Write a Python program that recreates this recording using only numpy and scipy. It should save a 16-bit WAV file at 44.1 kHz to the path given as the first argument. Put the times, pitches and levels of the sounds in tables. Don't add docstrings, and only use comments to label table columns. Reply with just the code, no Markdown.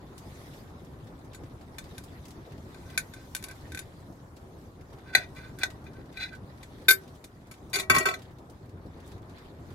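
import sys
import numpy as np
from scipy import signal
from scipy.fft import rfft, irfft, next_fast_len
from scipy.io import wavfile
from scipy.ndimage import uniform_filter1d, minimum_filter1d, map_coordinates

SR = 44100
rng = np.random.default_rng(int(sys.argv[2]) if len(sys.argv) > 2 else 0)


def dump_mix(stems):
    frames = np.atleast_2d(stems).T
    limited = np.clip(frames, -1, 1)
    pcm = np.round(limited * 32767).astype(np.int16)
    wavfile.write(sys.argv[1], SR, pcm)


N = 429616

# time_s, level_db
ROOM_LEVEL = [(0, -46), (3, -46), (4.4, -47.5), (5.3, -45.5), (6.9, -47), (7.3, -49.5), (8.1, -46),
              (8.5, -48.5), (9.74, -45)]
# time_s, rustle_db, hiss_db
STIR = [(0, -67.5, -69), (.22, -63.5, -61.5), (.59, -64.5, -59.5), (.7, -66, -67), (1.65, -67.5, -67.5),
        (1.95, -62, -62.5), (2.55, -65.5, -67.5), (2.9, -64, -61), (3.47, -67, -61), (3.75, -60.5, -65.5),
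        (4.3, -76.5, -68), (5.0, -68, -67.5), (5.55, -66.5, -64), (6.4, -68, -71.5), (6.7, -62, -64),
        (7.3, -68.5, -67), (7.7, -70.5, -70.5), (8.25, -64.5, -69.5), (8.45, -73, -69.5), (8.92, -68, -72),
        (9.12, -57.5, -64.5), (9.21, -73.5, -73), (9.4, -58, -67), (9.57, -68, -68.5), (9.74, -63.5, -66)]
# freq_hz, density_db (per Hz)
HUM_SPECTRUM = [(12, -40), (20, -13.5), (81, 1.5), (144, -1.5), (205, -6.5), (293, -5.5), (325, -7.5),
                (384, -7.5), (427, -11.5), (474, -12), (1070, -18), (1600, -25), (3000, -40.5),
                (3900, -61.5), (6600, -120)]
RUSTLE_SPECTRUM = [(900, -35), (1800, 5), (2700, -7.5), (3600, 0), (5000, -9), (7500, -47.5), (9000, -52.5)]
HISS_SPECTRUM = [(3000, -1), (6000, 0.5), (9000, -3.5), (12500, -2), (14000, -5.5), (16000, -14.5)]
# freq_hz, correlation (-1 to 1)
STEREO_LIKENESS = [(60, 0.98), (180, 0.97), (550, 0.75), (1650, -0.3), (4970, 0.14), (15000, -0.22)]
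# start_s, peak_db, pitch_hz
CRACKS = [(0.1785, -41, 7920), (0.5367, -48, 3400), (1.0703, -52, 3280), (1.3316, -45, 3690),
          (1.435, -51, 4220), (1.61, -49.5, 3000), (1.84, -47, 4500), (2.0369, -43.5, 9930),
          (2.2528, -44.5, 5810), (2.2814, -47, 8000), (2.305, -44.5, 6000), (2.5197, -49, 3580),
          (2.5794, -52.5, 3700), (2.9001, -44, 3720), (3.608, -54, 6000), (4.367, -49, 4660),
          (4.8087, -52.5, 3305), (4.9293, -50.5, 3900), (5.3644, -52.5, 3970), (5.5872, -41, 10980),
          (5.7014, -42, 3654), (6.1255, -50, 3900), (6.3494, -48, 4620), (6.8171, -54, 5285),
          (7.0768, -51, 3800), (7.5387, -49.5, 3890), (7.6972, -50, 10720), (8.1899, -49, 4510),
          (8.2182, -46.5, 4250), (8.3838, -53, 5120), (8.4974, -49, 7480), (8.6923, -55, 5075),
          (9, -51, 3600), (9.0615, -54, 11000), (9.0743, -50, 11000), (9.1162, -47.5, 3880),
          (9.2945, -54, 6000), (9.3816, -50.5, 3560), (9.7037, -51.5, 3580)]
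# start_s, pressed_db, tapped_db, loose_db, bowl_db, treble_db,
# damping_x (by hand and food)
CLINKS = [(1.346, -54, -53.5, -68, -52, 5, 3), (1.7829, -41.5, -48, -49, -42, 4.5, 3.1),
          (1.98, -46, -50, -70, -47, 6, 4.4), (2.744, -52, -60.5, -74, -55, 0.5, 3.7),
          (2.976, -27, -27.5, -70, -26.5, 0.7, 4.1), (3.1363, -60, -50, -73, -47.5, 0.3, 3),
          (3.349, -56, -37, -75, -37, 10, 4.55), (3.364, -64, -41.5, -69, -59, 6.5, 4.6),
          (3.425, -51, -60.5, -57.5, -55, 11, 4.3), (3.4388, -59, -47.5, -45.5, -52, 8.5, 3.2),
          (3.4844, -61, -48.5, -62, -47, 3, 4.9), (3.511, -59, -59, -45, -46, 6, 4.4),
          (3.7192, -51, -50, -69, -44.5, 1, 3.6), (3.747, -39, -39.5, -76, -35, 0.5, 5.8),
          (3.7734, -41, -44, -73, -40, 0, 4.2), (3.7901, -61, -39.5, -68, -43, 4, 4.2),
          (5.1499, -11.5, -63.5, -74, -20, -3.5, 3.2), (5.3645, -47.5, -80, -75, -55, -3.5, 3.2),
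          (5.586, -50, -68, -75, -47, 3, 2.9), (5.6327, -17.5, -38, -67, -24, -4, 3.7),
          (5.8657, -52, -77.5, -62, -49, -12, 2.5), (6.171, -42, -75, -75, -51, -6.5, 1.9),
          (6.329, -53, -70, -60, -44, -3, 3.2), (6.6298, -54, -64.5, -67, -68, 4.5, 2.2),
          (6.883, -31, -19, -48.5, -16, -5.5, 1.3), (6.9064, -61, -18, -42.5, -17.5, -2, 2.13),
          (7.2404, -55, -61.5, -73.5, -72, 9, 1.93), (7.5115, -84, -65, -52.5, -60.5, 8, 1.6),
          (7.7305, -41, -50, -72, -43, 3.5, 0.67), (7.7372, -34, -42, -74, -36, 0.5, 0.64),
          (7.7563, -30, -35, -76, -33.5, 1, 2.23), (7.7865, -32, -42, -40, -54, 0, 3.4),
          (7.7957, -33.5, -49.5, -60, -48, 4, 1.7), (7.8981, -53, -32.5, -15.5, -16, 1.5, 2.2),
          (7.9472, -39, -44.5, -24.5, -29, 4, 1.8), (7.9629, -41, -46, -16.5, -44, 0, 3.5),
          (7.9824, -57, -35, -37.5, -35, 10, 3.2), (8.027, -46, -61.5, -43, -50, 3.5, 2.4),
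          (8.0548, -48, -44.5, -27.5, -23, 4, 2.1), (8.0859, -34, -52.5, -38.5, -39, -0.5, 1.9),
          (8.1388, -35.5, -65, -43.5, -41, -0.3, 2.7)]
CONTACT_HZ = [382, 641, 716, 1104, 1272, 1314, 1354, 1495, 1745, 1970, 2140, 2300, 2410, 2665, 3490, 3663,
              4050, 4400, 4607, 5303, 6165, 6978, 7870, 8527, 9400, 9930, 10730, 11580]
# pressed_db (through food), tapped_db (bare glaze), loose_db (knife lying),
# t60_s, lean_db (left over right), lead_rad (left ahead)
CONTACT_MODES = [(-17, -11, -4.5, 0.24, -2, -0.15), (-17, -28, -11.0, 0.54, 2.5, 1.3),
                 (-11, -49, -12.5, 0.078, 3, 1.2), (-37.5, -29.5, -6.5, 0.1, 0.5, -1.3),
                 (-35.5, -27, -6.5, 0.3, -1, 3), (-33.5, -21.5, -5.5, 0.1, -6.5, 0),
                 (-27.5, -24.5, -10.5, 0.044, -2, -1.1), (-13.5, -17, -10.5, 0.3, -0.8, 3),
                 (-17.5, -10, -30.5, 0.24, -5.5, 3.5), (-0.5, -28, -12, 0.11, -4.5, 1.37),
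                 (-11.5, -3, -15, 0.12, -5.3, 1.3), (-18, -1.5, 0, 0.082, 5, 3),
                 (-1, -2, -45.0, 0.07, 8.5, 1.15), (-29.5, -20, -4.5, 0.046, -2.5, -2.5),
                 (-8, -15.5, -15, 0.1, -2.5, 1), (-10, 0.5, -40, 0.088, 8.5, 1.5),
                 (-3.5, -11.5, -52, 0.095, -1, -1.5), (-22.5, -13, -16.5, 0.12, 4, -1),
                 (-11, -4, -17.0, 0.068, 8.5, 2), (-21.5, -14.5, -20.5, 0.1, -13, 1),
                 (-17, -12, -27, 0.14, -7.5, 1.5), (-29.5, -7, -18.5, 0.14, 3.5, 4.5),
                 (-28.5, -11, -28.5, 0.34, 5, 0.44), (-32.5, -15.5, -30, 0.18, 2, 3.5),
                 (-35, -14.5, -47.5, 0.12, 3, 2), (-25, -3.5, -39.5, 0.2, -3.5, 2),
                 (-43, -17.5, -35.5, 0.26, 1.5, -2.2), (-51, -15, -15.5, 0.079, 3.3, -1.9)]
# freq_hz, level_db, t60_s, lean_db, lead_rad
BOWL = (1537, 0, .2, -5.5, -.1)
TIP = [(12390, -6, .1, 6, .2), (12520, 0, .11, 3, -.5), (12740, -9, .1, 5, .2)]
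SHANK = (1922, 0, .3, .5, 1.2)
# pressed_db, tapped_db, loose_db
TIP_REACH_DB = [-29, -14, -24.5]
STRIKE_LEAN_DB = [1.4, 2, -0.3]
# start_s, peak_s, end_s, level_db, bowl_db
SLIDES = [(2.76, 2.955, 2.958, -56, -57.5), (2.995, 3.0, 3.04, -51.5, -53), (3.14, 3.17, 3.29, -55, -57.5),
          (3.37, 3.385, 3.45, -59, -69), (3.4, 3.515, 3.55, -53, -52), (5.02, 5.1, 5.135, -52, -51),
          (5.125, 5.142, 5.144, -36, -37.5), (5.166, 5.17, 5.263, -34.5, -40),
          (5.34, 5.376, 5.45, -48, -53.5), (5.39, 5.45, 5.53, -52.5, -52),
          (5.575, 5.626, 5.629, -40.5, -40), (5.845, 5.868, 5.9, -52.5, -55.5),
          (5.89, 5.998, 6.06, -62, -60), (6.14, 6.224, 6.3, -36, -42), (6.3, 6.33, 6.38, -52, -47)]
# start_s, level_db
SHANK_RINGS = [(2.9765, -49), (5.151, -33.5), (5.6335, -41), (6.8845, -41), (7.755, -51), (7.797, -38.5),
               (7.8999, -21.5), (7.946, -23), (7.963, -16.5), (8.055, -42)]
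# time_s, pitch_hz, level_db
SQUEAK = [(6.165, 3800, -62), (6.179, 3996, -49.5), (6.245, 4060, -37), (6.28, 3670, -71)]
# start_s, peak_s, end_s, level_db
RATTLE = [(7.737, 7.74, 7.82, -30.5), (7.794, 7.798, 7.86, -37.5), (7.902, 7.905, 8.08, -19.5),
          (8.054, 8.059, 8.15, -21.5)]
# freq_hz, t60_s
KITCHEN_DECAY = [(300, 0.39), (2000, 0.097), (10000, 0.11)]

TOP_HZ = 15850
CUT_ENDS_S = 6.7
CHATTER_IN_FOOD_MS, CHATTER_BARE_MS = 5.6, 9.5
YIELD, CHOKE_S = 0.26, 0.0026
TIP_KNEE_DB = -23
EDGE_DB, BEND = 24.5, 1.25


def amp(db):
    return 10 ** (np.asarray(db) / 20)


def unit(x):
    return x / np.sqrt(np.mean(x ** 2) + 1e-20)


def onset(t, rise_s):
    return 1 - np.exp(-t / rise_s)


def add_at(out, start_s, sound):
    start = round(start_s * SR)
    out[..., start:start + sound.shape[-1]] += sound


def along(points, hz):
    f, value = np.transpose(points)
    return np.interp(np.log(hz + 1), np.log(f + 1), value)


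def curves(rows):
    s, *columns = np.transpose(rows)
    return [np.interp(np.arange(N) / SR, s, column) for column in columns]


def wobble(rate):
    knots = rng.standard_normal(int(N * rate / SR) + 4)
    return map_coordinates(knots, [np.arange(N) * rate / SR])


def filtered(x, response):
    size = next_fast_len(N + SR // 2)
    spectrum = rfft(x, size) * response(np.fft.rfftfreq(size, 1 / SR))
    return irfft(spectrum, size)[..., :N]


def ports(lean_db, lead_rad):
    half = amp(lean_db / 2) * np.exp(.5j * lead_rad)
    return np.array([half, 1 / half])


def rush(spectrum, patchy_db):
    cells = signal.stft(rng.standard_normal((2, N)), nperseg=512)[2]
    field = uniform_filter1d(rng.standard_normal(cells.shape[1:]), 8, 0)
    field = uniform_filter1d(field, 6, 1)
    pair = signal.istft(cells * amp(patchy_db * unit(field)), nperseg=512)[1][:, :N]

    def mid_side(hz):
        turn = np.arccos(np.clip(along(STEREO_LIKENESS, hz), -1, 1)) / 2
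        return amp(along(spectrum, hz)) * [np.cos(turn), np.sin(turn)]

    mid, side = filtered(pair, mid_side)
    return unit(np.array([mid + side, mid - side]))


def air():
    hum_db, = curves(ROOM_LEVEL)
    rustle_db, hiss_db = curves(STIR)
    stir_db = 1.3 * wobble(6.3)
    lean = amp([[.4], [-.4]])
    hum = lean * amp(hum_db + .55 * wobble(5.5)) * rush(HUM_SPECTRUM, patchy_db=1.95)
    crackle = unit(amp(1.9 * wobble(70) + 2.6 * wobble(600)))
    rustle = amp(rustle_db + stir_db) * crackle * rush(RUSTLE_SPECTRUM, patchy_db=3.0)
    hiss = amp(hiss_db + 0.75 * stir_db) * rush(HISS_SPECTRUM, patchy_db=2.7)
    return hum + rustle + hiss


def cracks():
    out, t = np.zeros((2, N + SR)), np.arange(SR // 16) / SR
    small = rng.random((60, 3)) * [N / SR, -8, 6000] + [0, -54, 3000]
    envelope = amp(-60 * t / 0.066) * onset(t, 0.0012)
    for start_s, peak_db, hz in [*CRACKS, *small]:
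        edges = np.clip([hz / 2.7, hz * 1.22], 500, 20000)
        band = signal.butter(1, edges, "band", fs=SR)
        noise = rng.standard_normal((3, len(t)))
        burst = unit(signal.lfilter(*band, noise[0] + 2.4 * noise[1:]))
        add_at(out, start_s, amp(peak_db - 3.5) * envelope * burst)
    return out[:, :N]


def chatter(ms):
    t = np.arange(2000) / SR
    taps = (rng.random(2000) < .008) * rng.standard_normal(2000) * np.exp(-1000 * t / ms)
    taps[0] = 3.5
    return taps / np.linalg.norm(taps)


def clinks():
    out, t = np.zeros((2, N + SR)), np.arange(SR // 5) / SR
    hz = np.array(CONTACT_HZ)
    *ways_db, t60, lean_db, lead = np.transpose(CONTACT_MODES)
    free_hz, free_db, free_t60, free_lean_db, free_lead = np.transpose([BOWL, *TIP])
    turns = np.exp(2j * np.pi * np.outer(np.r_[hz, free_hz], t)).astype(np.complex64)
    ears = ports(np.r_[lean_db, free_lean_db], np.r_[lead, free_lead])
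    high = np.clip(np.log2(hz / 3000), 0, 2)
    force = amp(np.array(CLINKS)[:, 1:5]).sum(1)
    choke = np.r_[force[1:] / (force[1:] + YIELD * force[:-1]), 0]
    gaps = np.diff([row[0] for row in CLINKS], append=N / SR)

    for (start_s, *blend_db, bowl_db, treble_db, damping), stop, gap in zip(CLINKS, choke, gaps):
        blend = amp(blend_db)
        chatter_ms = CHATTER_BARE_MS if start_s > CUT_ENDS_S else CHATTER_IN_FOOD_MS

        scatter_db = rng.normal(0, 2.3, len(hz))
        china = blend @ amp(ways_db) * amp(0.52 * high * treble_db + scatter_db)
        whip = 1 + (blend[1] / amp(TIP_KNEE_DB)) ** 2
        tip = blend @ amp(TIP_REACH_DB) * whip
        free = amp(free_db) * np.r_[amp(bowl_db), [tip] * len(TIP)]

        free_damping = np.r_[damping, [np.sqrt(damping)] * len(TIP)]
        rate = np.r_[damping / np.clip(t60, .03, .15), free_damping / free_t60]
        fall = np.exp(-np.log(1000) * np.outer(rate, t).astype(np.float32))
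        gains = (ears * np.r_[china, free]).astype(np.complex64)
        ring = (gains @ (turns * fall)).imag

        noise = rng.standard_normal((3, len(t)))
        small_modes = amp(0.92 * treble_db - 7.5 - 60 * damping * t / 0.086)
        ring += np.linalg.norm(china[hz > 3000]) * small_modes * (noise[0] + 0.79 * noise[1:])
        ring *= onset(t, 0.0012 + .00012 * chatter_ms)
        ring *= 1 - stop * onset(np.clip(t - gap, 0, None), CHOKE_S)
        ring = signal.fftconvolve(ring, chatter(chatter_ms)[None], axes=1)

        pan_db = blend @ STRIKE_LEAN_DB / blend.sum()
        add_at(out, start_s, amp(5.0 + pan_db * np.array([[.5], [-.5]])) * ring)

    tone = [(500, -5.0), (900, 1.0), (12900, 2), (13500, -9), (15000, -14)]  # freq_hz, gain_db
    return filtered(out[:, :N], lambda f: amp(along(tone, f)))


def thumps():
    out, t = np.zeros(N + SR), np.arange(SR // 5) / SR
    wood = np.sin(2 * np.pi * 100 * t)
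    wood += 0.88 * np.sin(2 * np.pi * 165 * t)
    wood += 0.56 * np.sin(2 * np.pi * 255 * t)
    wood *= amp(-60 * t / 0.14) * onset(t, .006)
    for start_s, _, _, loose_db, *_ in CLINKS:
        add_at(out, start_s, amp(loose_db - 10.0) * wood)
    return out[:N]


def along_strokes(strokes, column):
    t, gain = np.arange(N) / SR, 0
    for row in strokes:
        start, peak, end = np.sort(row[:3])
        away = np.abs(np.interp(t, [start, peak, end], [-1, 0, 1]))
        gain = gain + (away < 1) * amp(row[column] - EDGE_DB * away ** BEND)
    return gain


def rubbing(strokes, way, width, grain_db):
    grains = rng.standard_normal(N) * amp(grain_db * wobble(90) + 1.2 * wobble(900))
    drive = unit(grains)[None] * along_strokes(strokes, column=3)
    size = next_fast_len(SR // 4)
    f, body = np.fft.rfftfreq(size, 1 / SR), 0
    for k, (hz, row) in enumerate(zip(CONTACT_HZ, CONTACT_MODES)):
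        w = width / row[3]
        resonance = 1j * f * np.sqrt(w) / (hz * hz - f * f + 1j * f * w)
        sign = (-1) ** k
        body = body + ports(*row[4:])[:, None] * sign * amp(row[way]) * resonance
    ring = irfft(body, size)
    ring /= np.sqrt(np.sum(ring ** 2) / 2)
    return signal.fftconvolve(drive, ring, axes=1)[:, :N]


def bowl_hum():
    hz, _, t60, lean_db, lead = BOWL
    ears = ports(lean_db, lead)[:, None]
    line = lambda f: ears * f / (hz * hz - f * f + 1j * f * 7 / t60)
    return along_strokes(SLIDES, column=4) * unit(filtered(rng.standard_normal(N), line))


def shank():
    hz, _, t60, lean_db, lead = SHANK
    out, t = np.zeros((2, N + SR)), np.arange(SR // 3) / SR
    tone = (ports(lean_db, lead)[:, None] * np.exp(2j * np.pi * hz * t)).imag
    ring = tone * amp(-60 * t / t60) * onset(t, .004)
    for start_s, level_db in SHANK_RINGS:
        add_at(out, start_s, amp(level_db) * ring)
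    return out[:, :N]


def squeak():
    hz, level_db = curves(SQUEAK)
    sample = np.arange(N)
    on = (sample > SQUEAK[0][0] * SR) & (sample < SQUEAK[-1][0] * SR)
    gate = uniform_filter1d(1. * on, size=400)
    phase = 2 * np.pi * np.cumsum(hz + 45 * wobble(140)) / SR
    level = amp(level_db + 2.5 + 2.9 * wobble(120))
    return gate * level * np.sin(phase + [[0], [1.2]])


def kitchen(x):
    hz, t, cells = signal.stft(rng.standard_normal((2, SR // 3)), SR, nperseg=256)
    decay = amp(-60 * t / along(KITCHEN_DECAY, hz)[:, None])
    tail = signal.istft(cells * decay, SR, nperseg=256)[1]
    delayed = np.pad(x, ((0, 0), (150, 0)))
    return signal.fftconvolve(delayed, tail / np.linalg.norm(tail[0]), axes=1)[:, :N]


def scene():
    slides = rubbing(SLIDES, way=0, width=7.5, grain_db=3.0) + bowl_hum()
    rattle = rubbing(RATTLE, way=2, width=4.1, grain_db=6)
    near = cracks() + clinks() + slides + shank() + squeak() + rattle
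    return near + amp(-7) * kitchen(near) + thumps() + air()


def limited(x, top):
    need = np.minimum(1, top / (np.abs(x).max(0) + 1e-9))
    return x * uniform_filter1d(minimum_filter1d(need, size=441), size=221)


def record(dry):
    return filtered(limited(dry, top=.9), lambda hz: hz < TOP_HZ)


dry = scene()
out = record(dry)
dump_mix(out)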